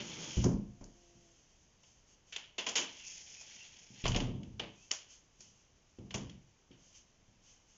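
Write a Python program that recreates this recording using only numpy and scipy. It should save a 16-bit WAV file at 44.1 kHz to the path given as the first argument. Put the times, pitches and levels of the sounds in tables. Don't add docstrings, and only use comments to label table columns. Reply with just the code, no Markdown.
import sys
import numpy as np
from scipy import signal
from scipy.fft import rfft
from scipy.io import wavfile

SR = 44100
rng = np.random.default_rng(int(sys.argv[2]) if len(sys.argv) > 2 else 0)


def wrap_up_sound(samples):
    columns = np.atleast_2d(samples).T
    tamed = np.clip(columns, -1, 1)
    steps = np.round(tamed * 32767).astype(np.int16)
    wavfile.write(sys.argv[1], SR, steps)


N = 342644
TIME = np.arange(N) / SR

# time_s, rub_level_db, hiss_level_db
LOWER_SLIDE = [(0.0, -46.5, -53.5), (0.064, -49.5, -53.5), (0.314, -50, -48.5), (0.38, -50.5, -51),
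               (0.43, -52, -51)]
UPPER_SLIDE = [(2.9, -50.5, -60), (2.934, -61, -59), (3.114, -56, -50), (3.24, -61.5, -57.5),
               (3.65, -59, -59), (3.848, -63.5, -63.5), (4.02, -58, -58.5)]
LOWER_RUMBLE_DB, UPPER_RUMBLE_DB = 4.5, -15
# freq_hz, gain_db
RUB = [(530, -12.5), (900, -10.5), (1210, -22.5), (1440, -14.5), (1940, -5), (2520, 0), (2790, 0),
       (3260, 3.5), (3830, -7.5), (4500, -5), (5850, -30.5), (9900, -120)]
HISS = [(2350, -69.5), (4000, -37), (4700, -10), (5230, -3.5), (6520, -1.5), (6760, -1.5), (7290, -13),
        (7540, -30), (7800, -34.5), (10100, -75.5), (17200, -120)]
RUMBLE = [(24, -37.5), (40, -10), (190, 6.5), (326, 1.5), (369, -1.5), (615, -5), (674, -14.5), (890, -7.5),
          (1210, -12), (1600, -10), (2080, -56), (3520, -120)]

# peak_s, length_s, level_db
BRUSHES = [(1.105, 1, -68), (1.886, 0.19, -66), (2.1, 0.11, -65.5), (2.29, 0.087, -63),
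           (4.837, 0.28, -62.5), (5.119, 0.081, -54), (5.427, 0.09, -57.5), (5.525, 0.23, -68),
           (6.473, 0.036, -73), (6.842, 0.17, -64.5), (6.962, 0.078, -56.5), (7.482, 0.15, -61.5),
           (7.71, 0.15, -64.5)]
# freq_hz, gain_db
SLEEVE = [(800, -26), (1900, -18.5), (3100, -3), (3900, -15.5), (5000, -6.5), (6500, 2.5), (7500, -13.5)]
BRUSH_RISE = 0.33
RUSTLE_DB = -73

# freq_hz, gain_db
AIR = [(12, -27.5), (20, 1.5), (124, -5.5), (209, -8.5), (237, -11.5), (353, -13), (567, -15.5),
       (611, -15.5), (710, -17), (1110, -19), (1260, -22), (3020, -21.5), (4180, -28.5), (6390, -25),
       (7800, -45), (10100, -59.5), (17200, -120)]
AIR_DB = -70

# start_s, length_s, first_pitch_hz, last_pitch_hz, level_db
SQUEALS = [(0.043, 0.13, 2950, 3170, -61.5), (0.177, 0.16, 3320, 3330, -52.5),
           (0.291, .16, 3310, 2865, -51), (2.949, .22, 2836, 2520, -55.5), (3.348, .09, 2540, 2480, -57.5),
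           (3.589, 0.051, 2750, 2710, -51.5)]

# start_s, level_db, corner_hz (hardness),
# flex_db (pane, re level_db), rocking_s
THUDS = [ (0.37, -28, 188, -13.5, .04), (.449, -26.5, 358, -15, .04), (.527, -36.5, 327, -7, .1),
         (.812, -53, 570, 0, .04), (1.15, -64, 252, -9, .04), (2.585, -55, 1200, -51, .04),
         (2.671, -53, 1100, -46, .04), (2.79, -47.5, 1400, -43, .04), (3.904, -58.5, 350, -22.5, .1),
         (4.039, -37.5, 260, 1.5, .04), (4.095, -33.5, 111, -5, .04), (4.152, -34.5, 545, -5, .44),
         (4.61, -49, 690, -32.5, .04), (5.396, -67.5, 300, -2, .17), (5.986, -49, 370, -16, 0.19),
         (6.146, -41, 384, -18, 0.23), (6.707, -60, 416, -15, .1), (7.28, -69, 260, 2, 0.18), ]
# freq_hz, level_db, t60_s
FRAME = [(65.6, -5.5, 0.35), (81.8, -2, 0.27), (104.6, -2.5, 0.35), (130.9, -2, 0.45), (180.6, -7, 0.49),
         (206, 1.5, 0.33), (235, -13, 0.19), (259.9, -3.5, 0.36), (340, 0.5, 0.24), (416, -9.5, .2),
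         (454.5, -5, 0.22), (587, -15, 0.2)]
# freq_hz, gain_db
DENSE = [(25, -27.5), (60, 0.5), (120, 7.5), (160, -0.5), (220, 3.5), (480, -4.5), (1000, -4.5),
         (1600, -10), (3000, -35)]
ROCK_S = 0.063
ROCK_FADE_DB = -19.5
ROCK_SOFTEN = 0.84

# start_s, ring_db (rail), snap_db (edges),
# body_db (hollow), chatter_s
CLACKS = [ (.442, -59, -34.5, -36, 0.0052), (0.811, -74, -64, -57, 0.017), (0.842, -84, -54, -83, 0.0024),
          (1.834, -63.5, -64.5, -65.5, 0.013), (2.325, -40.5, -48.5, -60, 0.027),
          (2.363, -35, -43, -47.5, 0.0066), (2.583, -30.5, -38.5, -39, 0.022),
          (2.666, -32, -37, -38, 0.018), (2.689, -36, -35, -41.5, 0.012),
          (2.756, -24.5, -25.5, -36.5, 0.04), (3.411, -63, -48, -63.5, .01), (4.04, -37.5, -51, -52, .02),
          (4.0554, -34.5, -50, -28, 0.0035), (4.064, -32, -44, -50, 0.011), (4.08, -41, -34.5, -58, 0.0079),
          (4.119, -38, -57, -51, 0.0044), (4.147, -33.5, -52, -38.5, 0.0098),
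          (4.162, -32.5, -36.5, -41, .011), (4.203, -38, -47, -41, 0.0064),
          (4.433, -55.5, -63.5, -78, 0.0033), (4.597, -33, -51.5, -38.5, 0.0075),
          (4.911, -40.5, -47.5, -49.5, .007), (4.9146, -34, -28.5, -53, 0.002),
          (5.407, -67, -51, -82, 0.011), (5.986, -65.5, -69.5, -69, 0.0074),
          (6.108, -45.5, -56.5, -55, .009), (6.143, -38, -37, -38, 0.015), (6.297, -52, -58.5, -73, .004),
          (6.714, -58.5, -73, -70, .04), ]
# freq_hz, gain_db
RING = [(800, -36.5), (1400, -14.5), (2000, -8), (2500, -3.5), (3000, 3.5), (3400, -0.5), (3900, -11.5),
        (5000, -12), (8000, -33)]
SNAP = [(80, -26.5), (450, -9), (2500, -11.5), (3800, -11), (4500, -2.5), (5400, 4), (6400, 7.5), (7100, 5),
        (8000, -42.5), (9000, -36)]
BODY = [(50, -46), (130, -26.5), (260, -3.5), (450, 4), (570, 0.5), (660, 2), (800, -1.5), (980, 2),
        (1300, -7), (1800, -9), (2500, -9), (4000, -37.5)]

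# time_s, fundamental_hz, level_db (before partial levels)
DRONE = [(.55, 177.5, -89), (0.701, 176.6, -66.5), (0.951, 174.1, -65), (1.15, 172.8, -64),
         (1.33, 169.7, -66.5), (1.45, 172, -96)]

# time_s, pitch_hz, level_db
SQUEAK = [(4.73, 2586, -85), (4.78, 2530, -71), (4.81, 2590, -74), (4.835, 2630, -63), (4.88, 2680, -87)]

# freq_hz, t60_s, strength_db (relative)
ROOM = [(100, 0.62, -3), (268, 0.31, 1.5), (730, 0.36, 6.5), (1650, 0.38, 3), (3070, 0.46, -2),
        (4380, 0.37, 0.5), (6780, 0.31, 1)]
EDGE_HZ = 7650


def gain_of(db):
    return 10 ** (np.asarray(db) / 20)


def evened(x):
    return x / np.sqrt(np.mean(x ** 2) + 1e-20)


def unit(x):
    return x / (np.linalg.norm(x) + 1e-12)


def read(points, hz):
    point_hz, value = np.transpose(points)
    return np.interp(np.log(hz + 1), np.log(point_hz + 1), value)


def add(mix, start_s, sound):
    part = mix[max(round(start_s * SR), 0):][:len(sound)]
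    part += sound[:len(part)]


def causal(spectrum, size=4096):
    hz = abs(np.fft.fftfreq(size, 1 / SR))
    log_gain = np.log(gain_of(np.maximum(read(spectrum, hz), -100)))
    response = np.fft.ifft(np.exp(np.conj(signal.hilbert(log_gain)))).real
    return unit(response[:size // 2])


def coloured(x, spectrum):
    return signal.oaconvolve(x, causal(spectrum))[:len(x)]


def wander(top_hz):
    points = rng.standard_normal(16384)
    return evened(np.interp(2 * top_hz * TIME, np.arange(len(points)), points))


def glide(rows, partials, waver, top_hz=40):
    time_s, pitch_hz, level_db = np.transpose(rows)
    wavering_hz = np.interp(TIME, time_s, pitch_hz) * (1 + waver * wander(top_hz))
    turns = np.cumsum(wavering_hz) / SR
    tone = sum(gain_of(db) * np.sin(2 * np.pi * k * turns) for k, db in partials)
    sounding = (TIME > time_s[0]) * (TIME < time_s[-1])
    return tone * gain_of(np.interp(TIME, time_s, level_db)) * sounding


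def reflections(build_s):
    t = TIME[:SR // 2]
    echoes_per_s = 8000
    taps = rng.standard_normal(len(t)) * (rng.random(len(t)) < echoes_per_s / SR)
    hz, frame_s, bands = signal.stft(taps, SR, nperseg=256)
    room = np.array(ROOM)
    t60_s = read(room[:, [0, 1]], hz)[:, None]
    strength_db = read(room[:, [0, 2]], hz)[:, None]
    decaying = bands * gain_of(strength_db - 60 * frame_s / t60_s)
    tail = signal.istft(decaying, SR, nperseg=256)[1][:len(t)]
    return unit(tail * (1 - np.exp(-t / build_s)))


def room(x, wet_db):
    wet = gain_of(wet_db)
    echoes = signal.fftconvolve(x, reflections(build_s=0.011))[:N]
    return (x + wet * echoes) / np.hypot(1, wet)


def grains(per_s, spread_db):
    size = rng.standard_normal(N) * gain_of(spread_db * np.minimum(rng.exponential(1, N), 4))
    return size * (rng.random(N) < per_s / SR)


def slides(rub_db=-1.5, hiss_db=0, rumble_db=-5.5, judder_db=1.27, patchy_db=(1.6, 1, 2.5), fade_s=0.051):
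    out = np.zeros(N)
    frictions = []
    for colour, patch_db in zip((RUB, HISS, RUMBLE), patchy_db):
        friction = evened(coloured(grains(per_s=4400, spread_db=-0.5), colour))
        frictions.append(friction * gain_of(patch_db * wander(top_hz=20)))
    for rows, sash_rumble_db in ((LOWER_SLIDE, LOWER_RUMBLE_DB), (UPPER_SLIDE, UPPER_RUMBLE_DB)):
        time_s, rub_rows, hiss_rows = np.transpose(rows)
        rub = np.interp(TIME, time_s, rub_rows)
        hiss = np.interp(TIME, time_s, hiss_rows)
        moving = np.clip(np.minimum(TIME - time_s[0], time_s[-1] - TIME) / fade_s + 1, 0, 1)
        levels_db = (rub + rub_db, hiss + hiss_db, rub + sash_rumble_db + rumble_db)
        for friction, level_db in zip(frictions, levels_db):
            out += moving * gain_of(level_db) * friction
    return out * gain_of(judder_db * wander(top_hz=46.4))


def brushing(trim_db=-2, uneven_db=1):
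    power = gain_of(RUSTLE_DB) ** 2
    for peak_s, length_s, level_db in BRUSHES:
        width_s = length_s * np.where(TIME < peak_s, BRUSH_RISE, 1 - BRUSH_RISE)
        power = power + gain_of(level_db) ** 2 * np.exp(-2 * ((TIME - peak_s) / width_s) ** 2)
    friction = evened(coloured(rng.standard_normal(N), SLEEVE))
    return np.sqrt(power) * gain_of(trim_db + uneven_db * wander(top_hz=15)) * friction


def outdoor_air():
    return gain_of(AIR_DB) * evened(coloured(rng.standard_normal(N), AIR))


def squeals(ends_db=-14, waver=0.04):
    out = np.zeros(N)
    u = np.linspace(0, 1, 9)
    for start_s, length_s, first_hz, last_hz, level_db in SQUEALS:
        pitch_hz = first_hz + (last_hz - first_hz) * u
        swell_db = level_db + ends_db * (2 * u - 1) ** 2
        rows = np.c_[start_s + length_s * u, pitch_hz, swell_db]
        out += glide(rows, [(1, 0.015)], waver, top_hz=406)
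    return out


def blows(uneven_s=0.0049, rebound_flex_db=-7):
    chances = rng.standard_normal(size=(len(THUDS), 12))
    for (start_s, level_db, corner_hz, flex_db, rocking_s), chance in zip(THUDS, chances):
        yield start_s, level_db, corner_hz, flex_db
        for k, late in enumerate(chance, 1):
            after_s = k * ROCK_S
            if after_s < rocking_s:
                yield (start_s + after_s + uneven_s * late,
                       level_db + ROCK_FADE_DB * after_s / rocking_s,
                       corner_hz * ROCK_SOFTEN ** k,
                       flex_db + rebound_flex_db)


def thuds(trim_db=-13, modes_db=-3.0, dense_t60_s=0.2, pane_hz=34, pane_t60_s=0.45, bass_share=0.18):
    out = np.zeros(N)
    t = TIME[:SR * 2 // 3]
    for start_s, level_db, corner_hz, flex_db in blows():
        detune = 1 + 0.017 * rng.standard_normal(len(FRAME))
        modes = np.zeros(len(t))
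        for (hz, db, t60_s), ratio in zip(FRAME, detune):
            modes += gain_of(db - 60 * t / t60_s) * np.sin(2 * np.pi * hz * ratio * t)
        dense = coloured(rng.standard_normal(len(t)) * gain_of(-60 * t / dense_t60_s), DENSE)
        pane = unit(np.sin(2 * np.pi * pane_hz * detune[0] * t) * gain_of(-60 * t / pane_t60_s))
        contact = signal.butter(2, [corner_hz * bass_share, corner_hz], "band", fs=SR, output="sos")
        blow = signal.sosfilt(contact, gain_of(modes_db) * unit(modes) + unit(dense))
        thud = unit(blow) + gain_of(flex_db) * pane
        add(out, start_s, -np.sqrt(SR) * gain_of(level_db + trim_db) * thud)
    return out


def clacks(trims_db=(-23, -23, -25.5), spikiness=1.38, first_slip=0.19, wet_db=-5.5,
           build_s=0.0038, creep_s=0.00092, cutoff=1.25):
    out = np.zeros(N)
    lead = SR // 100
    t = TIME[:SR // 8] - TIME[lead]
    parts = np.array([causal(RING), causal(SNAP), causal(BODY)])
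    hz = np.fft.rfftfreq(parts.shape[1], 1 / SR)
    part_powers = abs(rfft(parts)) ** 2
    for start_s, ring_db, snap_db, body_db, chatter_s in CLACKS:
        gains = gain_of(np.array([ring_db, snap_db, body_db]) + trims_db)
        creep = np.minimum(t, 0) / creep_s
        chatter = (np.maximum(t, 0) / chatter_s) ** cutoff
        force = np.exp(creep - chatter)
        for part, gain in zip(parts, gains):
            chance = rng.standard_normal(len(t))
            slips = unit(np.sign(chance) * abs(chance) ** spikiness * force)
            slips[lead] += first_slip
            add(out, start_s + t[0], gain * unit(signal.fftconvolve(slips, part)))
        power = gains ** 2 @ part_powers
        spectrum = np.c_[hz, 10 * np.log10(power / power.max() + 1e-12)]
        echoes = coloured(reflections(build_s + chatter_s / 2), spectrum)
        add(out, start_s, gain_of(wet_db) * np.linalg.norm(gains) * echoes)
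    return np.sqrt(SR) * out


def far_drone(partials_db=(-5, -13, -11)):
    return glide(DRONE, enumerate(partials_db, 2), waver=0.0086)


def finger_squeak():
    return glide(SQUEAK, [(0.99, 0)], waver=0.011)


def scene():
    rubbing = slides() + brushing() + squeals() + finger_squeak()
    outdoors = outdoor_air() + far_drone()
    mix = room(rubbing, wet_db=-7.0) + outdoors + room(thuds(), wet_db=-5.5) + clacks()
    return mix[None]


def record(dry):
    low_pass = signal.firwin(255, EDGE_HZ, window=("kaiser", 8), fs=SR)
    return signal.oaconvolve(dry, low_pass[None], "same")


dry = scene()
out = record(dry)
wrap_up_sound(out)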